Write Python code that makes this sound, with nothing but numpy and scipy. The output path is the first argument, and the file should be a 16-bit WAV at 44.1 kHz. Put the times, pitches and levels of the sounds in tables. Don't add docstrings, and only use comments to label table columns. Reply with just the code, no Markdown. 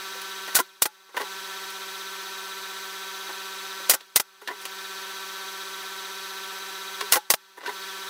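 import sys
import numpy as np
from scipy import signal
from scipy.fft import rfft, irfft, next_fast_len
from scipy.io import wavfile
from scipy.ndimage import uniform_filter1d

SR = 44100
rng = np.random.default_rng(int(sys.argv[2]) if len(sys.argv) > 2 else 0)


def int16_out(signal):
    q = np.round(np.clip(np.atleast_2d(signal).T, -1, 1) * 32767)
    wavfile.write(sys.argv[1], SR, q.astype(np.int16))


def volts_from_decibels(level):
    exponent = np.asarray(level, float) / 20
    return 10 ** exponent


N = 356769

SHAFT_HZ, MAINS_HZ, DRIFT = 192.08, 400.0, .00025
# multiple of the shaft speed, multiple of the slip beat, level in dB rms.
MOTOR_TONES = [(1, 0, -63), (1, 1, -81), (2, 0, -51), (2, 1, -59), (3, 0, -63), (4, -1, -70), (4, 0, -62),
               (4, 2, -70), (4.5, 0, -68), (5, -1, -61), (5, 0, -51), (5, 1, -56), (5.5, 0, -65),
               (6, -1, -59), (6, 0, -53), (7, -2, -66), (7, -1, -53), (7, 0, -48), (7, 1, -55),
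               (7.5, 0, -61), (8, -1, -65), (8, 0, -46), (8, 1, -63), (9, -1, -59), (9, 0, -61),
               (10, -1, -64), (22, 0, -59), (24, 1, -57), (44, 0, -74), (46, 1, -68)]
# multiple of the shaft speed, level in dB rms of each side tone.
RATTLE = [(11, -79.5), (12, -68), (13, -96), (14, -75), (15, -72), (16, -72), (17, -69), (18, -63.5),
          (19, -63), (20, -62), (21, -64.5), (23, -71), (25, -70), (26, -91)]
# centre in Hz, width in Hz,
# lift in dB.
CASING = [(353, 80, 4.5), (764, 46, 11), (903, 29, -5), (1140, 89, 6), (1644, 55, -6.5), (1749, 260, 7.5),
          (2485, 170, 5.5), (2720, 22, -8), (3322, 47, -11), (3300, 112, 12.5), (3433, 89, 2.5),
          (3882, 127, 8), (4150, 38, -4), (4414, 32, 9), (4740, 34, -14), (5140, 66, 5), (5370, 67, -12.5),
          (5470, 110, 6), (6095, 550, 8), (6787, 130, 5.5), (7500, 130, 3.5), (7720, 118, -8),
          (7940, 250, 8), (9300, 160, 0.5), (12800, 150, 6.5), (14840, 700, 6)]
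# frequency in Hz, level in dB per Hz.
RUSH = [(20, -32.5), (150, -31.5), (260, -23.5), (340, -14.5), (480, -16), (700, -16), (1000, -7.5),
        (1500, -8.5), (2200, -9), (4000, -8), (5000, -10.5), (6600, -16.5), (10000, -17), (15800, -19.5)]
RUSH_DB = -38.5
# first shot in seconds, end of hold in seconds,
# recovery in seconds.
DUCKS = [
    (0.576, 1.124, 0.056),
    (3.906, 4.41, 0.15),
    (7.147, 7.608, 0.063),
]
OPEN_DB, DUCK_DB, FALL_S, SOFT_START = 0, -18, 0.06, 1.1

# frequency in Hz, level in dB per Hz.
AIR = [(25, -24), (200, -28), (600, -5), (1400, -6), (2200, -4.5), (3500, -2), (5700, 2), (7500, 0),
       (9500, 2.5), (12000, -0.5), (15400, 2), (16500, -2)]
# frequency in Hz, width in Hz, level in dB.
WOOD = [(398, 33, -0.5), (480, 77, -20), (554, 54, 4.5), (855, 15, 2), (975, 16, -24), (1085, 200, 9),
        (1410, 22, 0), (1530, 130, 9.5), (1887, 170, 13.5), (2010, 39, 6.5), (2430, 180, 4),
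        (2770, 300, 16.5), (3500, 340, 15), (4000, 1700, 24)]
# start in seconds, frequency in Hz, peak in dB,
# time to fall 60 dB in seconds.
RINGS = [(.146, 503, -43.5, 0.12), (.565, 1480, -16.5, 0.044), (.592, 700, -21.5, 0.02),
         (0.599, 1013, -18.5, 0.041), (0.602, 1410, -20.5, 0.035), (.603, 369, -28.5, .06),
         (3.894, 624, -22.5, 0.0091), (3.914, 2060, -28, .05), (3.945, 1534, -34, 0.076),
         (4.172, 2020, -27, 0.047), (4.198, 610, -27.5, 0.023), (7.01, 1077, -22, 0.033),
         (7.124, 2840, -19, 0.043), (7.123, 1435, -20, 0.071), (7.137, 1085, -19, .054),
         (7.143, 2010, -21, 0.034), (7.157, 443, -28.5, .037), (7.171, 837, -26.5, 0.1),
         (7.304, 1120, -26, 0.078), (7.339, 650, -17.5, 0.016), (7.66, 1530, -25, 0.048)]
RING_RISE_S = 0.0033
# start in seconds, air in dB rms, wood in dB rms,
# held time in seconds, centre of the wood sound in Hz.
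TOUCHES = [(.14, -55, -51, 0.017, 480), (0.473, -45, -38, 0.011, 1530), (1.087, -64.5, -55, .0094, 800),
           (1.142, -62, -40.5, .018, 900), (1.164, -36, -28.5, 0.0068, 1330), (1.197, -45, -31, 0.022, 970),
           (3.284, -53, -39.5, 0.013, 800), (3.798, -55, -47, .01, 500), (4.413, -54, -46.5, 0.0084, 900),
           (4.482, -53, -36, 0.035, 1150), (4.612, -42, -58, .004, 2500), (6.52, -58, -52.5, .011, 800),
           (7.57, -55, -45.5, 0.016, 1000), (7.605, -71, -44, 0.014, 1550),
           (7.63, -65.5, -40.5, 0.036, 1070), (7.688, -48, -33.5, .01, 1090)]
TOUCH_T60_S = 0.1
# start in seconds, air in dB rms, wood in dB rms, held time in seconds.
KNOCKS = [
    (.215, -37.5, -46, .003),
    (1.209, -39, -36, .0065),
    (1.7, -39.5, -58, .003),
    (4.0058, -53, -43, 0.0033),
    (4.4749, -40.5, -30, 0.0042),
    (4.652, -34.5, -33, 0.0056),
    (7.008, -34.5, -26.5, .004),
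    (7.66, -48, -35, 0.016),
]
KNOCK_T60_S, KNOCK_HZ = 0.057, 2500
# frequency in Hz, level in dB, time to fall 60 dB in seconds.
RACK = [(413, -7.5, 0.14), (979, -2, 0.12), (1774, -3, 0.025)]
# start in seconds, peak in dB, hardness in dB per octave.
LANDINGS = [
    (1.168, -27, 5.5),
    (1.207, -30.5, -3.5),
    (3.298, -40, 0),
    (4.421, -47, -8),
    (4.483, -31, 7),
    (4.506, -32.5, -3.5),
    (7.019, -36, -8),
    (7.574, -39.5, 0),
    (7.676, -27, -1.5),
]
LANDING_RISE_S = .008

# start in seconds, air in dB rms, wood in dB rms, held time in seconds,
# clatter peak in dB.
RETURNS = [
    (.5866, -25.5, -26.5, 0.018, -5),
    (.854, -25, -29.5, 0.0084, -7.5),
    (3.9343, -23.5, -29.5, 0.013, -7.5),
    (4.1972, -21.5, -33.5, 0.0069, -4.5),
    (7.1546, -26, -23.5, 0.017, -4),
    (7.3361, -22.5, -38, 0.0064, 1),
]
RETURN_T60_S, RETURN_HZ = 0.041, 960
CLATTER_LAG_S, CLATTER_GAP_S, CLATTER_LOSS_DB, CLATTER_MS = 0.003, .0027, -4, 0.1
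# start in seconds, air in dB rms, wood in dB rms, held time in seconds,
# air of the exhaust puff in dB rms.
SHOTS = [
    (.551, -14.5, -31.5, 0.0085, -17.5),
    (0.82, -9.5, -29.5, 0.0021, -33),
    (3.8958, -6, -32, 0.0019, -16),
    (4.1585, -9.5, -26, 0.0055, -44),
    (7.1219, -9.5, -27, 0.00386, -15.5),
    (7.302, -8.5, -23, .0051, -31),
]
SHOT_T60_S, SHOT_HZ, DRIVER_DB, DRIVER_MS = 0.057, 1160, -11, 0.21
VALVE_LEAD_S, VALVE_AIR_DB, VALVE_WOOD_DB = 0.0049, -26, -40
PUFF_LAG_S, PUFF_WOOD_DB, PUFF_HELD_S, PUFF_T60_S, PUFF_HZ = 0.01, -10.5, 0.0086, 0.076, 1540


def evened(x):
    return x / np.sqrt(np.mean(x ** 2) + 1e-20)


def read(points, hz):
    f, value = np.transpose(points)
    return np.interp(np.log(hz + 1), np.log(f + 1), value)


def coloured(size, shape_db):
    fast = next_fast_len(size)
    hz = np.fft.rfftfreq(fast, 1 / SR)
    spectrum = rfft(rng.standard_normal(fast)) * volts_from_decibels(shape_db(hz))
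    return evened(irfft(spectrum, fast)[:size])


def add(mix, s, sound):
    part = mix[round(s * SR):][:len(sound)]
    part += sound[:len(part)]


def shaft_tones(shaft, beat):
    tones = np.zeros(N)
    for k, b, db in MOTOR_TONES:
        lag = np.pi / 2 * abs(b) + .6 * rng.standard_normal()
        tones += volts_from_decibels(db) * np.cos(k * shaft + b * beat + lag)
    return tones


def rattle(shaft, beat, spread=1.9, scatter_db=5.0):
    sides = np.arange(-4, 4)
    spins = np.exp(1j * sides[:, None] * beat)
    knocking = np.zeros(N)
    for k, db in RATTLE:
        scatter = scatter_db * rng.standard_normal(len(sides))
        size = volts_from_decibels(db - ((sides + .5) / spread) ** 4 + scatter)
        lag = .4 * rng.standard_normal(len(sides)) + .35 * (k - 19) * sides
        swell = (size * np.exp(1j * lag)) @ spins
        carrier = np.exp(1j * (np.round(k) * shaft + 2 * np.pi * rng.random()))
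        knocking += (swell * carrier).real
    return knocking


def motor_rush(beat, ripple_db=1.5):
    ripple = ripple_db * rng.standard_normal(300)

    def shape_db(hz):
        casing = sum(db / (1 + (2 * (hz - f) / width) ** 2) for f, width, db in CASING)
        walls = np.interp(hz, np.linspace(0, SR / 2, len(ripple)), ripple)
        return read(RUSH, hz) + casing + walls

    rush = coloured(N, shape_db)
    chatter = signal.sosfilt(signal.butter(2, [3100, 4200], "band", fs=SR, output="sos"), rush)
    return rush + 0.22 * np.cos(beat) * chatter


def motor():
    t = np.arange(N) / SR
    wander = sum(np.sin(2 * np.pi * (f * t + rng.random())) for f in np.linspace(.1, .8, num=4)) / 2
    shaft = 2 * np.pi * np.cumsum(SHAFT_HZ * (1 + DRIFT * wander)) / SR
    beat = 2 * np.pi * MAINS_HZ * t - 2 * shaft
    tones = shaft_tones(shaft, beat) + rattle(shaft, beat)
    return np.sqrt(2) * tones + volts_from_decibels(RUSH_DB) * motor_rush(beat)


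def ducking():
    t, gain_db = np.arange(N) / SR, OPEN_DB
    for start, release, back in DUCKS:
        down = 1 - np.exp(-np.maximum(t - start, 0) / FALL_S)
        still_down = np.exp(-(np.maximum(t - release, 0) / back) ** SOFT_START)
        gain_db = gain_db + DUCK_DB * down * still_down
    return volts_from_decibels(gain_db)


def ring(s, hz, db, rise, t60):
    t = np.arange(int(.2 * SR)) / SR
    swell = np.sin(np.pi / 2 * np.clip(t / rise, 0, 1))
    decay = volts_from_decibels(-60 * np.maximum(t - rise, 0) / t60)
    return s, volts_from_decibels(db) * swell * decay * np.sin(2 * np.pi * (hz * t + rng.random()))


def board_ring(s, hz, db, t60):
    return [ring(s, hz, db, RING_RISE_S, t60)]


def landing(s, db, hardness_db):
    middle_hz = RACK[1][0]
    return [ring(s, hz, db + own_db + hardness_db * np.log2(hz / middle_hz), LANDING_RISE_S, t60)
            for hz, own_db, t60 in RACK]


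def struck_wood(blow, hz, reach):
    wood = 0
    for f, width, db in WOOD:
        r, turn = np.exp(-np.pi * width / SR), 2 * np.pi * f / SR
        share = volts_from_decibels(db - 10 * (np.log2(f / hz) / reach) ** 2)
        mode = [np.sqrt(1 - r * r) * np.sin(turn)], [1, -2 * r * np.cos(turn), r * r]
        wood = wood + share * signal.lfilter(*mode, blow)
    return signal.sosfilt(signal.butter(6, 290., "high", fs=SR, output="sos"), wood)


def burst(s, air_db, wood_db, held, t60, hz, rise=0.0014, lumps_db=2.0, reach=1.0, strike=7.1, damp=0.08):
    t = np.arange(int(.15 * SR)) / SR
    fade_db = -60 * np.maximum(t - held, 0) / max(t60, .01)
    shape = np.clip(t / rise, 0, 1) * volts_from_decibels(fade_db)
    puffs, bounces = (evened(uniform_filter1d(rng.standard_normal(len(t)), size=50)) for _ in range(2))
    air = coloured(len(t), lambda f: read(AIR, f)) * shape * volts_from_decibels(lumps_db * puffs)
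    blow = rng.choice([-1., 1.], len(t)) * shape * volts_from_decibels(2 * lumps_db * bounces)
    blow[20] += strike
    wood = struck_wood(blow, hz, reach)
    wood *= volts_from_decibels(damp * fade_db)
    held_part = wood[:int((held + .004) * SR)]
    return s, volts_from_decibels(air_db) * air + volts_from_decibels(wood_db) * wood / np.sqrt(np.mean(held_part ** 2))


def touch(s, air_db, wood_db, held, hz):
    return [burst(s, air_db, wood_db, held, TOUCH_T60_S, hz, rise=0.0034, strike=0)]


def knock(s, air_db, wood_db, held):
    return [burst(s, air_db, wood_db, held, KNOCK_T60_S, KNOCK_HZ)]


def tap(s, db, ms, way):
    u = np.arange(600) / SR / (ms / 1000)
    push = np.exp(-u ** 2) * (u > 0)
    pull = u * np.exp(-.7 * u)
    return s, way * volts_from_decibels(db) * (push - .97 * pull * push.sum() / pull.sum()) * 1.3


def homecoming(s, air_db, wood_db, held, clatter_db, count=3):
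    sounds = [burst(s, air_db, wood_db, held, RETURN_T60_S, RETURN_HZ)]
    for k in range(count):
        hit = s + CLATTER_LAG_S + CLATTER_GAP_S * k ** 1.2
        sounds.append(tap(hit, clatter_db + CLATTER_LOSS_DB * k, CLATTER_MS, (-1) ** k))
    return sounds


def valve_hiss(s):
    return burst(s - VALVE_LEAD_S, VALVE_AIR_DB, VALVE_WOOD_DB, VALVE_LEAD_S, 0.014, 940)


def driver_slide(s):
    return burst(s - .003, -32, -52, .003, .02, 900, rise=0.0028, strike=0)


def shot(s, air_db, wood_db, held, puff_db):
    return [tap(s + 0.00098, DRIVER_DB, DRIVER_MS, rng.choice([-1, 1])),
            burst(s, air_db, wood_db, held, SHOT_T60_S, SHOT_HZ),
            burst(s + PUFF_LAG_S, puff_db, puff_db + PUFF_WOOD_DB, PUFF_HELD_S, PUFF_T60_S, PUFF_HZ)]


def scene():
    mix = motor()
    for s, *_ in SHOTS:
        add(mix, *valve_hiss(s))
    mix = mix * ducking()
    for s, *_ in SHOTS:
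        add(mix, *driver_slide(s))
    for source, rows in ((board_ring, RINGS), (touch, TOUCHES), (knock, KNOCKS), (landing, LANDINGS),
                         (homecoming, RETURNS), (shot, SHOTS)):
        for row in rows:
            for s, sound in source(*row):
                add(mix, s, sound)
    return np.array([mix, mix])


def band_limit(x):
    return signal.sosfilt(signal.butter(12, 16990, fs=SR, output="sos"), x)


def record(dry):
    power_db = 10 * np.log10(abs(uniform_filter1d(dry[0] ** 2, 300)) + 1e-12)
    late = np.roll(dry[0], 37)
    treble = signal.sosfilt(signal.butter(4, 4000., "high", fs=SR, output="sos"), late)
    side_treble = volts_from_decibels(-35) * treble * np.clip((power_db + 24) / 6, 0, 1)
    rounded = .75 * np.tanh(dry / .75)
    wide = rounded + np.array([side_treble, -side_treble])
    low_pass = signal.firwin(191, 15750, window=("kaiser", 5), fs=SR)
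    mix = signal.oaconvolve(wide, low_pass[None], "same")
    return band_limit(mix)


dry = scene()
out = record(dry)
int16_out(out)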